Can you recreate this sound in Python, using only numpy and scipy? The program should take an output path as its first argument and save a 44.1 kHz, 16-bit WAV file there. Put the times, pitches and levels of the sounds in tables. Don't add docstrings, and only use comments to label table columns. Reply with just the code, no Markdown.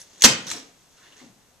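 import sys
import numpy as np
from scipy import signal
from scipy.fft import rfft, irfft
from scipy.io import wavfile
from scipy.ndimage import uniform_filter1d

SR = 44100
rng = np.random.default_rng(int(sys.argv[2]) if len(sys.argv) > 2 else 0)


def transcribe(signal):
    frames = np.atleast_2d(signal).T
    limited = np.clip(frames, -1, 1)
    pcm = np.round(limited * 32767).astype(np.int16)
    wavfile.write(sys.argv[1], SR, pcm)


def makeup_ratio(level_db):
    decades = np.asarray(level_db, float) / 20
    return 10 ** decades


N = 70560

# start in seconds, level in dB, burst t60 in seconds.
BLOWS = [
    (0.238, -9.5, 0.017),
    (0.2434, -4, 0.022),
    (.2470, -2, 0.01),
    (0.2491, -0.5, 0.013),
    (0.2543, -5, .025),
    (0.2623, -13, 0.015),
]


def evened(x):
    return x / np.sqrt(np.mean(x ** 2) + 1e-20)


def read(points, hz):
    f, value = np.transpose(points)
    return np.interp(np.log(hz + 1), np.log(f + 1), value)


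def along(curve, column=1):
    return np.interp(np.arange(N) / SR, *np.transpose(curve)[[0, column]])


def coloured(x, gain):
    hz = np.linspace(0, SR / 2, 513)
    kernel = signal.firwin2(257, hz, gain(hz) * (hz < SR / 2), fs=SR)
    return signal.oaconvolve(x, kernel, "same")


def shade(points):
    return lambda hz: makeup_ratio(read(points, hz))


def add(mix, s, sound):
    part = mix[round(s * SR):][:len(sound)]
    part += sound[:len(part)]


def resonate(x, hz, width_hz):
    turn = np.exp(2j * np.pi * np.cumsum(hz * np.ones(len(x))) / SR)
    r = np.exp(-np.pi * width_hz / SR)
    return 2 * (turn * signal.lfilter([1 - r], [1, -r], x / turn + 1e-18)).real


def ring(modes, rise_s):
    flutter, flutter_s = 0.6, 0.016
    t = np.arange(SR // 2) / SR
    noise = rng.standard_normal((len(modes), len(t)))
    waver = uniform_filter1d(noise, round(flutter_s * SR), axis=1)
    total = np.zeros(len(t))
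    for (hz, db, t60), w in zip(modes, waver):
        level = makeup_ratio(db - 60 * t / t60) * (1 + flutter * evened(w))
        total += level * np.sin(2 * np.pi * (hz * t + rng.random()))
    return (1 - np.exp(-t / rise_s)) * total


def grains(per_s, spread_db):
    size = makeup_ratio(spread_db * np.minimum(rng.exponential(1, N), 4))
    return evened(rng.standard_normal(N) * size * (rng.random(N) < per_s / SR))


def pair(a, b, likeness):
    def same(hz):
        return np.clip(read(likeness, hz), 0, 1)

    left = coloured(a, lambda hz: np.ones_like(hz))
    right = coloured(a, same) + coloured(b, lambda hz: np.sqrt(1 - same(hz) ** 2))
    return np.array([left, right])


def air():
    # frequency in Hz, level in dB per Hz.
    spectrum = [(40, -8), (150, -2), (270, -6.5), (700, -9.5), (1600, -14.5), (4000, -18), (7000, -21),
                (14000, -22.5)]
    # frequency in Hz, left-right likeness from 0 to 1.
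    likeness = [(60, 0.64), (230, 0.45), (900, 0.87), (3480, 0.16), (13500, 0.045)]
    noise = pair(*rng.standard_normal((2, N)), likeness)
    gain = makeup_ratio(read(spectrum, np.fft.rfftfreq(N, 1 / SR)))
    return makeup_ratio(-61) * evened(irfft(rfft(noise) * gain, N))


def echoes(x):
    # frequency in Hz, t60 in seconds.
    decay = [(100, 0.5), (300, 0.47), (1000, 0.49), (3000, 0.45), (6000, 0.28), (9000, 0.26), (13000, 0.17)]
    # frequency in Hz, left-right likeness.
    likeness = [(150, 0.98), (400, 1), (1000, 0.097), (4000, 0.13), (10000, 0.18)]
    first_echo_s = 0.005
    taps = rng.standard_normal((2, SR)) * (rng.random((2, SR)) < 0.15)
    hz, t, z = signal.stft(pair(*taps, likeness), SR, nperseg=256)
    fade = makeup_ratio(-60 * t / read(decay, hz)[:, None])
    tail = signal.istft(z * fade, SR, nperseg=256)[1]
    tail = tail * (np.arange(tail.shape[1]) > first_echo_s * SR)
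    return signal.fftconvolve(x[None], tail / np.linalg.norm(tail[0]), axes=1)[:, :N]


def shed(x):
    turn_s = 0.009
    turn = np.pi / 2 * np.arange(N) / SR / turn_s
    return echoes(x * np.cos(turn)) + echoes(x * np.sin(turn))


def early(x):
    taps = np.zeros((2, 2048))
    delay_s = np.geomspace(0.00034, 0.0074, 8) * rng.uniform(0.8, 1.2, (2, 8))
    at = (SR * delay_s).astype(int)
    np.put_along_axis(taps, at, makeup_ratio(-13) * rng.choice([-1., 1.], at.shape), 1)
    bright = signal.lfilter(*signal.butter(1, 560, "high", fs=SR), x)
    return signal.oaconvolve(bright[None], taps, axes=1)[:, :N]


def sheet():
    # time in seconds, level in dB.
    crinkle = [(0, -48.5), (.02, -54.5), (.045, -60.5), (.12, -60), (.2, -52.5), (.5, -51.5), (.75, -66),
               (.9, -66), (.95, -62.5), (1.08, -64), (1.1, -63), (1.16, -64), (1.175, -57.5), (1.22, -61.5),
               (1.27, -61.5), (1.33, -69.5), (1.4, -68.5), (1.6, -72.5)]
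    # frequency in Hz, level in dB per Hz.
    plastic = [(200, -5.5), (400, -2.5), (1000, -10.5), (2500, -6.5), (4500, -5.5), (6200, -3.5),
               (9000, -16), (14000, -33)]
    # time in seconds, level in dB, hollow pitch in Hz, hollow share in dB.
    slide = [
        (.92, -87, 1200, -2),
        (.98, -67.5, 1370, -2),
        (1.04, -64, 1700, -1),
        (1.08, -63.5, 1900, -1),
        (1.1, -69, 1870, -2),
        (1.125, -62, 1950, -8),
        (1.15, -69, 1800, -5),
        (1.2, -59, 1800, -14),
        (1.3, -78, 1800, -20),
    ]
    crackle = makeup_ratio(along(crinkle)) * evened(coloured(grains(12000, 2.5), shade(plastic)))
    rub = grains(9000, 2.094)
    hollow = evened(resonate(rub, along(slide, column=2), width_hz=280))
    wide = evened(signal.lfilter(*signal.butter(2, [300, 4000], "band", fs=SR), rub))
    n = np.arange(N)
    sliding = makeup_ratio(along(slide)) * (n > slide[0][0] * SR) * (n < slide[-1][0] * SR)
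    return crackle + sliding * (makeup_ratio(along(slide, column=3)) * hollow + makeup_ratio(3) * wide)


def bumps():
    # start in seconds, level in dB, hollow pitch in Hz.
    knocks = [(.455, -39.5, 195), (0.512, -44, 303), (.538, -42, 719), (0.55, -43, 300.4),
              (.552, -44.5, 450), (0.585, -48.5, 273), (.588, -45, 650), (0.651, -52, 271.4),
              (1.2124, -44, 264), (1.2340, -47, 180.2), (1.259, -51.5, 260), (1.285, -54.5, 169.6),
              (1.312, -66, 248.3)]
    # frequency in Hz, level in dB per Hz.
    dull = [(100, -5), (170, -1), (300, -1.5), (700, -1), (1200, -15.5), (3000, -52.5)]
    t60, rise_s, width_hz = 0.11, 0.0045, 70
    out, t = np.zeros(N), np.arange(8192) / SR
    for (s, db, hz), z in zip(knocks, rng.standard_normal((len(knocks), 8192))):
        thud = irfft(rfft(z) * makeup_ratio(read(dull, np.fft.rfftfreq(len(z), 1 / SR))))
        hollow = resonate(resonate(z, hz, width_hz), hz, width_hz)
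        knock = evened(hollow) + makeup_ratio(-5) * evened(thud)
        add(out, s, knock * np.minimum(t / rise_s, 1) * makeup_ratio(db - 60 * t / t60))
    return out


def drag():
    # time in seconds, level in dB.
    motion = [
        (.465, -90),
        (.470, -42),
        (.49, -40.5),
        (.512, -40.5),
        (.53, -42),
        (.55, -46),
        (.6, -53),
        (.7, -89),
    ]
    # frequency in Hz, level in dB per Hz.
    scrape = [(300, -2.5), (900, -6.5), (2000, -5), (4000, -0.5), (5600, -10), (8000, -12.5), (9500, -18),
              (14000, -38)]
    # pitch in Hz, width in Hz, level in dB.
    spring = [(5400, 340, -1), (5800, 340, 0), (7500, 700, -9)]
    wander, patchy_db, slip_s = 0.025, 4, 0.004
    ticks, t = grains(20000, 1.2), np.arange(N) / SR
    bend, patch = (evened(uniform_filter1d(z, round(slip_s * SR))) for z in rng.standard_normal((2, N)))
    sing = np.zeros(N)
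    for hz, width_hz, db in spring:
        sing += makeup_ratio(db) * evened(resonate(ticks, hz * (1 + wander * bend), width_hz))
    moving = makeup_ratio(along(motion)) * (t > motion[0][0]) * (t < motion[-1][0])
    return moving * (evened(coloured(ticks, shade(scrape))) + evened(sing * makeup_ratio(patchy_db * patch)))


def clicks():
    # start in seconds, level in dB, ring pitch in Hz, burst t60 in seconds.
    taps = [(.001, -54, 10000, .2), (0.0148, -41.5, 6000, 0.02), (0.2073, -35.5, 6040, 0.029),
            (0.2114, -32, 2700, 0.017), (.2208, -26, 11000, 0.012), (0.2205, -23, 1830, .02),
            (0.2204, -19, 4360, 0.021), (0.2224, -28.5, 950, .03), (0.2214, -32.5, 380, .04),
            (.2208, -9.5, 6100, .014), (0.221, -15.5, 2900, 0.018), (0.2277, -22.5, 8000, 0.023),
            (0.229, -22, 6000, .02), (0.2387, -5, 4850, .03), (0.238, -12.5, 7900, .015),
            (0.2453, -4, 6907, .015), (0.2476, -3.5, 5890, .03), (.2525, -11, 2565, .025),
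            (.4675, -28.5, 5400, 0.024), (0.5012, -29, 5670, .025), (.5265, -33.5, 5640, .03),
            (0.5131, -30, 7540, 0.04), (0.514, -28.5, 5630, 0.02), (.5130, -28, 2170, 0.018),
            (0.515, -31, 3830, .015), (0.5145, -33, 1100, .035), (1.1220, -50, 3000, 0.054),
            (1.1660, -56, 6120, .03), (1.204, -52, 5500, .015), (1.2025, -41, 2110, 0.015),
            (1.218, -61, 892, 0.032), (1.2340, -58.5, 723, 0.01067)]
    rise_s = 0.0009
    out, t = np.zeros(N), np.arange(2048) / SR
    for (s, db, hz, t60), z in zip(taps, rng.standard_normal((len(taps), 2048))):
        width_hz = 0.3 * hz
        tone = evened(resonate(resonate(z, hz, width_hz), hz, width_hz)) + makeup_ratio(-13) * z
        add(out, s, tone * np.minimum(t / rise_s, 1) * makeup_ratio(db - 60 * t / t60))
    return out


def ringing():
    # pitch in Hz, level in dB, t60 in seconds.
    steel = [(1558, -6, .22), (1584, -4, .22), (2159, -9, .3), (2460, -7, .28), (2519, -3, .3),
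             (3031, -9, .3), (3058, -1, .38), (3119, -7, .33), (3137, -3, .36), (3731, -9, .3),
             (4538, -8, .23), (4856, -8, .25), (5921, -3, .15), (7477, -8, .2)]
    board = [(130, -4, 0.35), (160, -4, .35), (192, -6, .5), (234, 2, .33), (250, 2, .25), (271, -1, 0.28),
             (438, -14, .2), (524, -2, 0.28), (555, -10, .35), (730, -6, 0.18), (900, -8, 0.25),
             (985, -1, .12), (1250, -6, .25), (1479, -5, .12)]
    out = np.zeros(N)
    struck = makeup_ratio(-23.5) * ring(steel, rise_s=0.0009) + makeup_ratio(-24) * ring(board, rise_s=0.008)
    add(out, BLOWS[1][0], struck)
    return out


def low_push():
    out = np.zeros((2, N))
    for ch, db in zip(out, (-23, -36)):
        add(ch, 0.243, makeup_ratio(db) * np.hanning(round(0.013 * SR)))
    return out


def slam():
    # frequency in Hz, level in dB per Hz.
    crack = [(100, -9.5), (250, -11.5), (1000, -8), (2600, -7.5), (4800, -7), (7000, -13.5), (9500, -16.5),
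             (14000, -25)]
    rise_s = 0.00031
    out, t = np.zeros(N), np.arange(4096) / SR
    for (s, db, t60), z in zip(BLOWS, rng.standard_normal((len(BLOWS), 4096))):
        burst = evened(coloured(z, shade(crack)))
        add(out, s, burst * np.minimum(t / rise_s, 1) * makeup_ratio(db - 60 * t / t60))
    return out


def scene():
    near = sheet() + bumps() + drag() + clicks() + slam()
    low_cut = signal.butter(4, 115, "high", fs=SR, output="sos")
    near, rings = signal.sosfilt(low_cut, [near, ringing()])
    sent = near + makeup_ratio(-8) * rings
    return near + rings + early(sent) + makeup_ratio(-6.5) * shed(sent) + air() + low_push()


def low_pass(x):
    return signal.sosfilt(signal.butter(12, 14090, fs=SR, output="sos"), x)


def record(dry):
    # frequency in Hz, left minus right in dB.
    balance = [(100, 0), (500, 1.5), (3000, -0.5), (5700, -3), (7000, 7.5), (9000, 6), (11000, 6.5),
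               (14000, 5)]
    # pitch in Hz, width in Hz, level in dB.
    port_rings = [(7830, 970, -0.5), (6020, 620, -2.5)]
    ceiling, left_lag = 0.95, 1
    ports = []
    for ch, side, (hz, width_hz, db) in zip(dry, (1, -1), port_rings):
        rung = ch + makeup_ratio(db) * resonate(ch, hz, width_hz)
        ports.append(coloured(rung, lambda f: makeup_ratio(side * read(balance, f) / 2)))
    ports = np.array([np.roll(ports[0], left_lag), ports[1]])
    held = ports / (1 + (abs(ports) / ceiling) ** 6) ** (1 / 6)
    edge = signal.firwin(255, 14300, window=("kaiser", 4), fs=SR)
    return low_pass(signal.oaconvolve(held, edge[None], "same"))


dry = scene()
out = record(dry)
transcribe(out)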